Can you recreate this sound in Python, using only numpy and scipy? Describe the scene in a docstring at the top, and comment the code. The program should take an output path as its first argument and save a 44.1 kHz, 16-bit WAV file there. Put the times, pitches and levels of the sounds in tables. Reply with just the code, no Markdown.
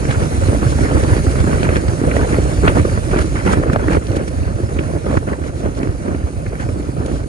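"""Deep thumps, flaps and sharp snaps of tent cloth in a storm, heard from inside as the wind slowly eases.
A thump is a whole wall filling with air and stopping; a flap is a fold whipping over, and it cracks as it
jerks tight. Between them the walls billow, panels flutter, creases crinkle and pop, and fine blown snow
hisses over the fly (the outer sheet). Two microphones sit close to the wall."""
import sys
import numpy as np
from scipy import signal
from scipy.fft import rfft, irfft
from scipy.io import wavfile
from scipy.ndimage import uniform_filter1d

SR = 44100
rng = np.random.default_rng(int(sys.argv[2]) if len(sys.argv) > 2 else 0)


def persist_wave(psi):
    """Save psi, clipped to +-1, as 16-bit WAV."""
    counts = np.round(np.clip(psi, -1, 1) * 32767).astype(np.int16)
    wavfile.write(sys.argv[1], SR, np.atleast_2d(counts).T)


N = 321048
TIME = np.arange(N) / SR
BINS = np.fft.rfftfreq(N, 1 / SR)


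def gain_of(db):
    """Turns decibels into a number to multiply a sound by."""
    return 10 ** (np.asarray(db) / 20)


def evened(x):
    """Scales x to an average (rms) size of 1."""
    return x / np.sqrt(np.mean(x ** 2) + 1e-20)


def curve(points):
    """Joins (frequency, value) points into one value for every frequency in BINS."""
    hz, value = np.transpose(points)
    return np.interp(np.log(BINS + 1), np.log(hz + 1), value)


def colour(x, tone):
    """Turns the lows and highs of x up or down by a tone table; the result has size 1."""
    return evened(irfft(rfft(x) * gain_of(curve(tone)), N))


def steadied(x, span):
    """Evens out swells slower than span seconds and keeps the fast texture."""
    power = irfft(rfft((x ** 2).mean(0)) * np.exp(-(BINS * span) ** 2), N)
    return x / np.sqrt(abs(power) + 1e-9)


def wander(hz):
    """A smooth random curve of size 1 that wobbles up to about hz times a second."""
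    return evened(irfft(rfft(rng.standard_normal(N)) * np.exp(-(BINS / hz) ** 2), N))


def clicks(per_s, spread_db):
    """Random clicks of uneven size, each from its own direction."""
    size = gain_of(spread_db * np.minimum(rng.exponential(1, N), 4))
    return evened(rng.standard_normal((2, N)) * size * (rng.random(N) < per_s / SR))


def swell(t, rise, fall):
    """A rounded peak at t = 0 that fades away on both sides."""
    return 1 / np.cosh(np.clip(t / np.where(t < 0, rise, fall), -20, 20))


def bumps(rows, width):
    """A level curve in dB with a rounded rise (+) or dip (-) for each (time, change) row."""
    times, db = np.transpose(rows)
    marks = np.bincount(np.clip(np.round(times * SR).astype(int), 0, N - 1), db, N)
    t = np.arange(-SR // 10, SR // 10 + 1) / SR
    return signal.oaconvolve(marks, np.exp(-(t / width) ** 2), "same")


def patchy(x, depth_db, hz, span, size=512):
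    """The tone flickers as the cloth changes shape; hz and span [s] set the size of the patches."""
    frames = dict(nperseg=size, noverlap=size * 3 // 4)
    spectra = signal.stft(x, **frames)[2]
    grid = spectra.shape[1:]
    across_pitch = np.fft.fftfreq(grid[0], SR / size)[:, None]
    across_time = np.fft.rfftfreq(grid[1], size / 4 / SR)
    blur = np.exp(-(across_pitch * hz) ** 2 - (across_time * span) ** 2)
    patches = evened(np.fft.irfft2(np.fft.rfft2(rng.standard_normal(grid)) * blur, grid))
    return evened(signal.istft(spectra * gain_of(depth_db * patches), **frames)[1][:, :N])


def play(rows, voice, size=8192):
    """Places one voice at the time and level of each row; further columns go to the voice."""
    t = (np.arange(size) - size // 2) / SR
    out = np.zeros((2, N + 2 * size))
    for time, db, *shape in rows:
        start = round(time * SR) + size // 2
        out[:, start:start + size] += gain_of(db) * voice(t, *shape)
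    return out[:, size:size + N]


# How alike the two microphones sound: (frequency [Hz], likeness [0-1])
MIC_LIKENESS = [(80, .91), (300, .82), (900, .66), (1600, .6), (2200, .35), (3300, .5), (4000, .3),
                (4700, .58), (5900, .45), (6600, .76), (8800, .78), (10500, .3)]
# How far the left wave runs ahead of the right: (frequency [Hz], lead [radians])
LEFT_LEAD = [(20, 1.5), (70, -1.2), (130, -0.65), (290, -0.5), (430, -1.07), (850, -2.5), (1450, -2.5),
             (1950, -2.5), (2250, -6), (2750, -4.5), (3400, -4.5), (4400, 0.4), (5300, 1), (6100, 3),
             (6600, -2.5), (7100, 2.0), (8000, 3.5), (9300, 3.5), (10100, 8.5)]
# How loud the left is next to the right: (frequency [Hz], left minus right [dB])
LEFT_BALANCE = [(40, -2.5), (170, -4.6), (400, -2.6), (1000, -1), (2200, -2.3), (3500, -1.5), (6000, 0),
                (9200, -1), (10000, -10), (12000, -12)]
def microphones(sound):
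    """Row one reaches both sides alike, row two in opposite ways; the case delays and shades the left."""
    likeness = np.clip(curve(MIC_LIKENESS), 0, 1)
    shared, opposed = rfft(sound) * np.sqrt([(1 + likeness) / 2, (1 - likeness) / 2])
    lean = gain_of(curve(LEFT_BALANCE))
    left = (shared + opposed) * lean * np.exp(1j * curve(LEFT_LEAD))
    right = shared - opposed
    return irfft(np.array([left, right]) * np.sqrt(2 / (1 + lean ** 2)), N)


# The wind's strength, easing as the squall passes: (time [s], relative level [dB])
WIND_STRENGTH = [(0.0, -40), (0.12, -39.5), (0.3, -38.5), (1.12, -37.5), (2.07, -40.5), (2.41, -38),
                 (2.64, -39.5), (2.82, -39.5), (3.44, -42), (3.71, -45), (4.54, -46), (5.01, -45),
                 (5.21, -49.5), (6.12, -48), (6.47, -49), (6.75, -47.5), (7.28, -48.5)]
# The wind lets go for a moment (-) or, now and then, pushes (+): (time [s], level change [dB])
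WIND_LULLS = [(0.04, 1.5), (.14, -5), (0.3, -3), (0.39, -3), (1.22, -1.5), (1.97, -1.5), (3.01, -3),
              (3.3, -3.5), (3.41, -3.5), (4.06, -1.5), (4.27, -1.5), (5.01, -3.5), (5.24, -1), (5.36, -4.5),
              (5.52, -2.5), (5.61, 3), (5.99, -1.5), (6.32, -5), (6.925, -1), (7.27, -6)]
def wind(level_db, slope, lull_share=1):
    """Loudness of a layer: level_db in full wind, moving by slope dB for each dB of wind."""
    full_wind_db = -41
    wind_db = np.interp(TIME, *np.transpose(WIND_STRENGTH)) - full_wind_db
    return gain_of(level_db + slope * wind_db + lull_share * bumps(WIND_LULLS, width=.023))


# A loose panel shakes, then goes slack: (start [s], length [s], flutter level [dB], crinkle level [dB])
PANEL_FLURRIES = [(0.085, 0.069, -47, -23), (0.204, 0.027, -18.5, -25), (0.468, 0.015, -32, -26),
                  (0.492, 0.066, -19.5, -49), (0.623, 0.037, -22, -24), (0.791, 0.068, -20, -25.5),
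                  (0.889, 0.14, -20.5, -25), (1.071, 0.098, -23.5, -25.5), (1.382, 0.03, -24, -25),
                  (1.471, 0.087, -19, -25), (1.609, 0.14, -21, -25), (2.038, 0.056, -17.5, -32),
                  (2.139, 0.047, -22, -25.5), (2.2, 0.032, -18.5, -23.5), (2.298, 0.074, -23.5, -24),
                  (2.4, 0.025, -36, -36), (2.634, 0.065, -16, -20), (2.757, 0.031, -13.5, -20.5),
                  (3.116, 0.095, -19, -21), (3.357, 0.04, -42, -23), (3.455, 0.082, -18, -17.5),
                  (3.56, 0.2, -19, -28), (3.79, 0.085, -23, -27.5), (3.877, 0.03, -19, -27),
                  (3.909, 0.049, -18, -18), (4.092, 0.13, -22.5, -30), (4.461, 0.03, -26, -31),
                  (4.578, 0.018, -26.5, -41), (4.764, 0.069, -25.5, -32), (4.9, 0.066, -22.5, -40),
                  (5.065, 0.085, -18.5, -26), (5.274, 0.054, -22, -26), (5.384, 0.033, -28, -40),
                  (5.44, 0.052, -29, -35.5), (5.637, 0.029, -19, -28), (5.781, 0.085, -23, -32.5),
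                  (6.057, 0.069, -21.5, -37), (6.183, 0.021, -45, -38), (6.255, 0.024, -45, -36),
                  (6.542, 0.021, -45, -34), (6.6, 0.026, -42, -26.5), (6.66, 0.13, -27, -47),
                  (6.969, 0.18, -25, -35.5)]
def flurries():
    """Extra loudness for flutter and crinkle: each flurry starts quickly, holds and dies away."""
    power = np.zeros((2, N))
    for start, length, *levels_db in PANEL_FLURRIES:
        t = TIME - start
        held = np.clip(t, 0, length)
        shape = swell(t - held, rise=.004, fall=.014)
        power += np.outer(gain_of(levels_db), shape) ** 2
    return np.sqrt(power)


# Tone of snow blowing over the fly: (frequency [Hz], relative level [dB])
SNOW_TONE = [(300, -18), (1000, 5), (2200, 2), (3300, -4.5), (4300, -2), (5600, -4.5), (6150, -0.5),
             (6450, -3), (6900, -2.5), (8100, 1.5), (8450, 3.5), (9300, 0.5), (10200, -2.5), (12200, -24.5)]
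def snow_hiss(creasing):
    """Countless fine grains sweep over the fly as a hiss; one thin, high band comes and goes."""
    level = np.hypot(wind(-35, slope=.95, lull_share=.2), gain_of(-18) * creasing)
    grains = patchy(clicks(per_s=16000, spread_db=-1), depth_db=2, hz=446, span=.071)
    hiss = colour(grains, SNOW_TONE) * gain_of(.7 * wander(hz=20))
    thin_band = evened(irfft(rfft(rng.standard_normal(N)) / (1 + ((BINS - 6480) / 170) ** 2), N))
    hiss[0] += gain_of(-20.5 + 3.5 * wander(hz=9)) * thin_band  # the row both microphones share
    return level * hiss


# Small creases that pop clearly: (time [s], relative level [dB])
CREASE_POPS = [(.111, -27), (.475, -32), (1.037, -27), (1.165, -30), (1.403, -29), (1.516, -32),
               (1.632, -28), (1.768, -27), (1.883, -30), (2.325, -31), (2.784, -32), (3.933, -32),
               (4.069, -33.5), (4.118, -35.5), (4.283, -36), (5.172, -32), (5.75, -39), (5.79, -37),
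               (5.832, -35), (6.61, -39), (6.828, -42)]
# Tone of a pop: (frequency [Hz], relative level [dB])
POP_TONE = [(800, -20), (1800, 0), (2500, 3), (3400, -3), (4400, -2), (6000, -6), (9000, -11), (12000, -30)]
def crease_pops():
    """Small creases pop in tiny dry bursts: a few clear ones among many faint ones."""
    def pop(t):
        return rng.standard_normal((2, len(t))) * swell(t, rise=.0008, fall=.003)

    burst = pop((np.arange(1024) - 256) / SR)
    faint = signal.oaconvolve(clicks(per_s=45, spread_db=-3), burst, axes=1)[:, :N]
    pops = play(CREASE_POPS, pop) + wind(-55, slope=.8) * evened(faint)
    tone = evened(gain_of(curve(POP_TONE)))
    return irfft(rfft(pops) * tone, N)


# The fly slides on the inner tent: (time [s], relative level [dB], length [s])
FLY_SLIDES = [(0.11, -40, 0.0031), (0.127, -35, 0.013), (0.71, -33, 0.027), (2.167, -32, 0.012),
              (2.785, -40, 0.031), (3.191, -28, 0.0036), (3.222, -32.5, .012), (3.533, -28.5, 0.011),
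              (3.735, -32, 0.007), (4.168, -31, 0.0068), (4.283, -36, 0.0077), (5.165, -40, 0.038),
              (5.475, -41, 0.018), (5.6, -43.5, .035), (5.777, -38, .01), (6.615, -42, 0.013),
              (7.064, -31.5, 0.0027), (7.15, -41.5, 0.048)]
# Tone of cloth rubbing on cloth: (frequency [Hz], relative level [dB])
RUB_TONE = [(500, -23), (2000, 0), (3000, 3), (5000, -1), (8500, 3.5), (10500, -4.5), (12500, -34)]
def fly_swishes():
    """One sheet rubs over the other with a noise that builds and stops."""
    def rub(t, length):
        return rng.standard_normal((2, len(t))) * swell(t, .98 * length, .58 * length)

    return gain_of(3) * irfft(rfft(play(FLY_SLIDES, rub)) * gain_of(curve(RUB_TONE)), N)


def folds(ripple, low_hz, high_hz, per_s, spread_db, cycles, count=28, size=1024):
    """Many folds buckle now and then, each ringing for a few cycles at its own pitch and place."""
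    t = np.arange(size) / SR
    out = np.zeros((2, N))
    for hz in np.geomspace(low_hz, high_hz, count):
        starts = np.flatnonzero(rng.random(N) < per_s / count / SR)
        uneven_db = spread_db * np.minimum(rng.exponential(1, len(starts)), np.pi)
        strength = gain_of(uneven_db + 2 * ripple[starts])
        fade = strength[:, None] * (1 - np.exp(-2 * t * hz)) * np.exp(-t * hz / cycles)
        own_hz = hz * rng.uniform(.94, 1.06, (len(starts), 1))
        samples = (starts[:, None] + np.arange(size)).ravel()
        for row in out:
            rings = fade * np.cos(2 * np.pi * (own_hz * t + rng.random((len(starts), 1))))
            row += np.bincount(samples, rings.ravel(), N)[:N]
    return evened(out)


# Tone of tight creases: (frequency [Hz], relative level [dB])
CRINKLE_TONE = [(300, 11.5), (700, 4), (1000, -2), (1550, 1), (2000, -2.5), (2600, -8.5), (3200, -13.5),
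                (5000, -27), (9000, -33), (13000, -62)]
def crinkle(ripple, creasing):
    """Ripples shake the tight creases, which rustle in small bursts and sink deeply in lulls."""
    bursts = gain_of(1.8 * wander(hz=15))
    level = np.hypot(wind(-33, slope=.78, lull_share=1.6) * bursts, creasing)
    specks = clicks(per_s=5000, spread_db=1) * gain_of(.8 * ripple)
    rustle = patchy(specks, depth_db=2.7, hz=450, span=.04)
    creases = folds(ripple, low_hz=800, high_hz=3200, per_s=560, spread_db=2.5, cycles=4)
    return level * steadied(colour(rustle + .52 * creases, CRINKLE_TONE), span=.09)


# Tone of wide panels: (frequency [Hz], relative level [dB])
FLUTTER_TONE = [(60, -40), (140, -7.5), (200, -7), (290, -2.5), (420, -5.5), (580, -3), (720, -9),
                (900, -17.5), (1500, -18), (4000, -100)]
def flutter(ripple, shaking):
    """Ripples shake the wide panels, which beat quickly with a low sound."""
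    level = np.hypot(wind(-23.5, slope=.6), shaking)
    beating = clicks(per_s=2000, spread_db=1) * gain_of(1.9 * ripple)
    panels = folds(ripple, low_hz=170, high_hz=720, per_s=280, spread_db=1.5,
                   cycles=2.5, count=20, size=2560)
    return level * steadied(colour(beating + .3 * panels, FLUTTER_TONE), span=.08)


# Tone of slowly heaving walls: (frequency [Hz], relative level [dB])
BILLOW_TONE = [(15, -36), (30, -20), (45, -4), (68, 2), (100, -5.5), (150, -5), (210, -22.5), (400, -42),
               (900, -84)]
def billow(shaking):
    """The walls heave in the wind with a deep rumble that grows in each flurry."""
    level = np.hypot(wind(-19.6, slope=.55), gain_of(-4.5) * shaking)
    return level * steadied(colour(rng.standard_normal((2, N)), BILLOW_TONE), span=.23)


def bending_wave(t, hz, length, glide):
    """Short waves run ahead of long ones in the cloth, so the pitch falls, passing hz at t = 0."""
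    pitch = hz * np.exp(-glide * np.tanh(t / length))
    turns = np.cumsum(pitch) / SR + rng.random()
    # a quarter turn between the rows places the sound a little to one side
    side = np.pi / 2 * np.array([[0], [rng.choice([-1, 1])]])
    return np.cos(2 * np.pi * turns + side)


# A whole wall fills and is stopped: (time [s], relative level [dB], pitch [Hz])
WALL_THUMPS = [(0.097, 3, 112.8), (0.181, -1.5, 91.6), (0.228, -1.5, 95.6), (0.386, 1, 78.3),
               (0.441, -2.5, 76.2), (0.495, 5.5, 87.8), (0.67, 5.5, 113.3), (0.761, 0, 76),
               (0.836, 1, 74.3), (0.955, 1.5, 88), (1.035, 0.5, 101.3), (1.087, -2.5, 107.4),
               (1.128, 7, 99.4), (1.281, 4.5, 90), (1.409, 3.0, 79), (1.456, 2, 77), (1.545, 2, 77.6),
               (1.697, 0, 91.4), (1.777, -1.0, 92.7), (1.894, 2.0, 93), (2.071, -2, 88), (2.163, -1.5, 85),
               (2.226, -3, 89), (2.351, 1, 80.3), (2.398, 2, 85.7), (2.436, 0, 81), (2.588, 3.5, 79),
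               (2.689, 4, 81.7), (2.752, -8, 91.5), (2.807, 3.5, 96.3), (2.94, -2, 85.6),
               (2.982, -0.5, 98.4), (3.127, -4, 83.6), (3.205, 0, 86), (3.258, -3.5, 88), (3.3, -4, 65.7),
               (3.48, -7, 112), (3.546, -6, 91.4), (3.589, 2, 87.5), (3.7, -3.0, 96.6), (3.779, -1.0, 91.3),
               (3.872, -2, 86.4), (3.98, -2.0, 90.8), (4.036, -12, 109), (4.112, 0, 91.8),
               (4.293, -9, 76.4), (4.375, -6, 95), (4.415, -3, 86), (4.47, -1.0, 88), (4.556, -4.5, 94.5),
               (4.646, -2, 98.7), (4.694, -7, 88.3), (4.799, -8, 79), (4.859, -6, 98), (4.959, -2.5, 78.6),
               (5.038, -8, 88), (5.092, -6, 93), (5.129, -5, 97.6), (5.177, 2, 92.3), (5.422, -6, 84),
               (5.565, -4, 67.7), (5.681, -5, 72.8), (5.819, -11, 97.5), (5.896, -2, 78.4),
               (5.947, -7.0, 71), (6.09, -5, 75.4), (6.171, -12, 73), (6.246, -4.5, 82), (6.382, -4, 85.7),
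               (6.483, -9, 103), (6.649, -3, 99.3), (6.696, -3, 84.4), (6.738, -7, 92), (6.805, -7.0, 77.4),
               (6.896, -13, 106), (7.008, -3.5, 84), (7.053, -12, 96.4), (7.136, -3, 73.8),
               (7.213, -7.5, 85)]
def wall_thumps():
    """Each thump is one or two deep swings of a wall."""
    def thump(t, hz, length=.014):
        return bending_wave(t, hz, length, glide=.2418) * swell(t, .4 * length, .42 * length)

    return gain_of(-8) * play(WALL_THUMPS, thump)


def after_thumps(rise_db=2, delay_s=.077):
    """A loudness curve that rises briefly just after each thump."""
    return gain_of(bumps([(time + delay_s, rise_db) for time, *_ in WALL_THUMPS], width=.0098))


def whip(t, hz, length):
    """A fold whips over, then the panel around it gives a softer, lower push."""
    fold = bending_wave(t, hz, length, glide=.4) * swell(t, .33 * length, .68 * length)
    push = bending_wave(t, .45 * hz, length=.007, glide=.41) * swell(t - .002, .0023, .0032)
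    return fold + gain_of(-4.5) * push


def crack(t, hz, top_hz, length):
    """Cloth jerks tight: a ragged, falling crack in a brief rustle. Slack dulls it above top_hz."""
    freq = np.fft.rfftfreq(len(t), 1 / SR) + 1
    steepness = np.where(freq < hz, .5, 1)
    band = (1 + (steepness * (freq / hz - hz / freq)) ** 2) ** -.78
    band /= np.sqrt(1 + (freq / top_hz) ** 12)
    jerks_db = 3 * evened(uniform_filter1d(rng.standard_normal(len(t)), round(.0015 * SR)))
    ragged = evened(irfft(rfft(rng.standard_normal((2, len(t))) * gain_of(jerks_db)) * band))
    snap = .56 * bending_wave(t, hz, length, glide=.25) + .38 * ragged
    rustle = gain_of(-16.5) * ragged * swell(t, rise=.004, fall=.008)
    return snap * swell(t, .18 * length, .68 * length) + rustle


# Folds that whip over and crack: (time [s], relative whip level [dB], whip pitch [Hz],
# relative crack level [dB], crack pitch [Hz], top edge of the crack [Hz], whip length [s])
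FOLD_FLAPS = [(.053, -15, 400, -19, 1500, 2400, .004), (.111, -11, 480, -8, 1900, 3600, .0018),
              (.22, -6, 340, -22, 1400, 2400, .003), (.348, -13, 350, -28, 1400, 2400, .004),
              (.486, -6, 350, -17, 1330, 2800, .003), (.532, -8, 520, -15, 1100, 1800, .003),
              (.812, -5, 340, -24, 1400, 2400, .004), (.949, -9, 400, -26, 1400, 2200, .005),
              (.957, -8.5, 480, -16, 1270, 2200, .003), (1.033, -10, 500, -16, 1650, 2400, .004),
              (1.134, -9, 350, -10.5, 1250, 2000, .004), (1.168, -9, 350, -20, 1600, 3500, .004),
              (1.269, -5, 310, -14, 1560, 1900, .004), (1.358, -14, 400, -17, 1400, 2400, .004),
              (1.443, -4.5, 280, -15, 1280, 2400, .004), (1.477, -8, 320, -16, 1250, 2000, .004),
              (1.531, -10, 380, -13.5, 1450, 2400, .004), (1.632, -7.5, 610, -12.5, 1300, 3300, .0035),
              (1.653, -13, 450, -11, 1500, 2600, .003), (1.692, -7.5, 560, -11, 1600, 2700, .0035),
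              (1.727, -8, 400, -17, 1400, 2400, .003), (1.759, -8, 480, -10, 1700, 3200, .0025),
              (1.768, -6, 340, -9.5, 1650, 3000, .0035), (1.839, -14, 380, -28, 1400, 2400, .004),
              (1.884, -8, 520, -20, 1400, 3500, .004), (1.936, -11, 350, -22, 1400, 2400, .004),
              (2.017, -4, 350, -22, 1400, 2400, .003), (2.075, -4.5, 520, -24, 1400, 2000, .003),
              (2.115, -16, 450, -11.5, 2250, 2700, .004), (2.168, -5.5, 580, -11, 1550, 2300, .003),
              (2.215, -11, 400, -14, 1400, 2400, .004), (2.232, -7, 350, -24, 1400, 2400, .004),
              (2.331, -5, 350, -22, 1400, 2400, .004), (2.345, -12, 400, -14, 1400, 2400, .004),
              (2.386, -2, 480, -22, 1400, 2400, .0035), (2.455, -12, 380, -26, 1400, 2400, .004),
              (2.579, -12, 350, -27, 1400, 2400, .004), (2.64, -3, 380, -20, 1250, 2600, .003),
              (2.647, -3, 380, -15, 1300, 2600, .004), (2.654, -5, 350, -14, 1400, 2800, .004),
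              (2.666, -14, 450, -12, 1500, 2200, .003), (2.678, -10, 560, 2, 1130, 1900, .0035),
              (2.682, -14, 450, -3, 2100, 3700, .0025), (2.797, -4, 370, -13, 1350, 2800, .005),
              (2.853, -5.5, 450, -13, 1150, 2000, .005), (2.977, -8.5, 500, -11, 1150, 1800, .003),
              (3.135, -7, 400, -16, 1200, 2200, .005), (3.162, -6, 360, -20, 1400, 2400, .004),
              (3.189, -8, 400, -12, 1600, 2100, .003), (3.246, -8, 350, -24, 1400, 2200, .004),
              (3.346, -13, 350, -28, 1400, 2400, .004), (3.463, -2, 380, -14, 1250, 2400, .003),
              (3.47, -10, 440, -9.5, 1400, 2400, .004), (3.536, -6, 480, -9, 1200, 2200, .005),
              (3.574, -8, 480, -17, 1170, 2000, .003), (3.6, -8, 350, -24, 1400, 2400, .004),
              (3.637, -16, 400, -17, 1400, 2400, .004), (3.7, -12, 400, -10.5, 1400, 2200, .003),
              (3.734, -4, 450, -10, 1700, 2600, .003), (3.7615, -4.5, 600, -5, 1200, 1650, .0027),
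              (3.796, -15, 400, -16, 1500, 2200, .003), (3.884, -11, 420, -12.5, 1600, 2300, .004),
              (3.923, -14, 450, -14, 1900, 2600, .003), (3.935, -13, 420, -14, 1800, 2800, .003),
              (3.949, -13, 480, -14, 1600, 2600, .003), (3.97, -2, 480, -15, 1450, 2900, .004),
              (4.132, -11, 350, -28, 1400, 2400, .004), (4.168, -7, 420, -17, 1500, 3500, .004),
              (4.212, -10, 350, -25, 1300, 2000, .004), (4.28, -12, 450, -21, 1400, 2200, .0045),
              (4.603, -13, 350, -30, 1400, 2400, .004), (4.692, -18, 400, -22, 1400, 2400, .004),
              (4.791, -9, 410, -17, 2100, 3200, .005), (5.085, -11, 400, -20, 1300, 2200, .004),
              (5.173, -2, 320, -6.5, 1350, 2200, .004), (5.23, -20, 450, -19, 1100, 1500, .004),
              (5.279, -13, 550, -20, 1400, 2400, .004), (5.321, -10, 450, -20, 1220, 1700, .004),
              (5.439, -19, 400, -21, 1500, 2500, .004), (5.69, -13, 330, -30, 1400, 2400, .004),
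              (5.802, -11, 350, -21, 1400, 2200, .003), (5.874, -11, 350, -25, 1300, 2200, .004),
              (5.832, -9, 340, -17, 1450, 2800, .005), (6.083, -13, 340, -21, 1310, 2800, .004),
              (6.148, -10, 320, -23.5, 1800, 2700, .005), (6.306, -17, 350, -34, 1400, 2400, .004),
              (6.465, -20, 400, -21.5, 1650, 2600, .005), (6.532, -15, 550, -25, 1340, 2400, .003),
              (6.556, -22, 400, -24, 1500, 2400, .003), (6.691, -13, 350, -25, 1400, 2400, .004),
              (6.8, -10, 300, -32, 1400, 2400, .004), (6.891, -8, 330, -27, 1000, 1600, .003),
              (7.006, -13, 340, -30, 1200, 2200, .004), (7.115, -10, 360, -30, 1400, 2400, .004),
              (7.261, -15, 350, -36, 1400, 2400, .004)]
def fold_flaps(crack_lead_s=.001):
    """Each flap is a low whip with a shorter, brighter crack just ahead of it."""
    whips, cracks = [], []
    for time, whip_db, whip_hz, crack_db, crack_hz, top_hz, length in FOLD_FLAPS:
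        whips.append((time, whip_db, whip_hz, length))
        cracks.append((time - crack_lead_s, crack_db, crack_hz, top_hz, .75 * length))
    return gain_of(-2.2) * (play(whips, whip) + play(cracks, crack))


def before_flaps(dip_db=-2.2, lead_s=.007):
    """A loudness curve that dips as the cloth hangs loose for an instant before each flap."""
    return gain_of(bumps([(time - lead_s, dip_db) for time, *_ in FOLD_FLAPS], width=lead_s))


def scene():
    """Snow and restless cloth all around the two microphones."""
    shaking, creasing = flurries()
    ripple = wander(hz=41.3)  # the same ripples run through creases and panels
    background = snow_hiss(creasing) + crease_pops() + fly_swishes()
    cloth = before_flaps() * (crinkle(ripple, creasing) + flutter(ripple, shaking))
    rumble = after_thumps() * billow(shaking)
    return microphones(background + cloth + rumble + wall_thumps() + fold_flaps())


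def record(dry):
    """Cuts the deepest bass, gently rounds the tallest peaks and removes the highest treble."""
    x = signal.sosfilt(signal.butter(2, 24, "highpass", fs=SR, output="sos"), dry)
    knee, headroom, top_hz = .65, .3, 12600
    clipped = np.clip(x, -knee, knee)
    rounded = clipped + headroom * np.tanh((x - clipped) / headroom)
    treble_cut = signal.firwin(255, top_hz, window=("kaiser", 8), fs=SR)
    return signal.oaconvolve(rounded, treble_cut[None], "same")


dry = scene()
out = record(dry)
persist_wave(out)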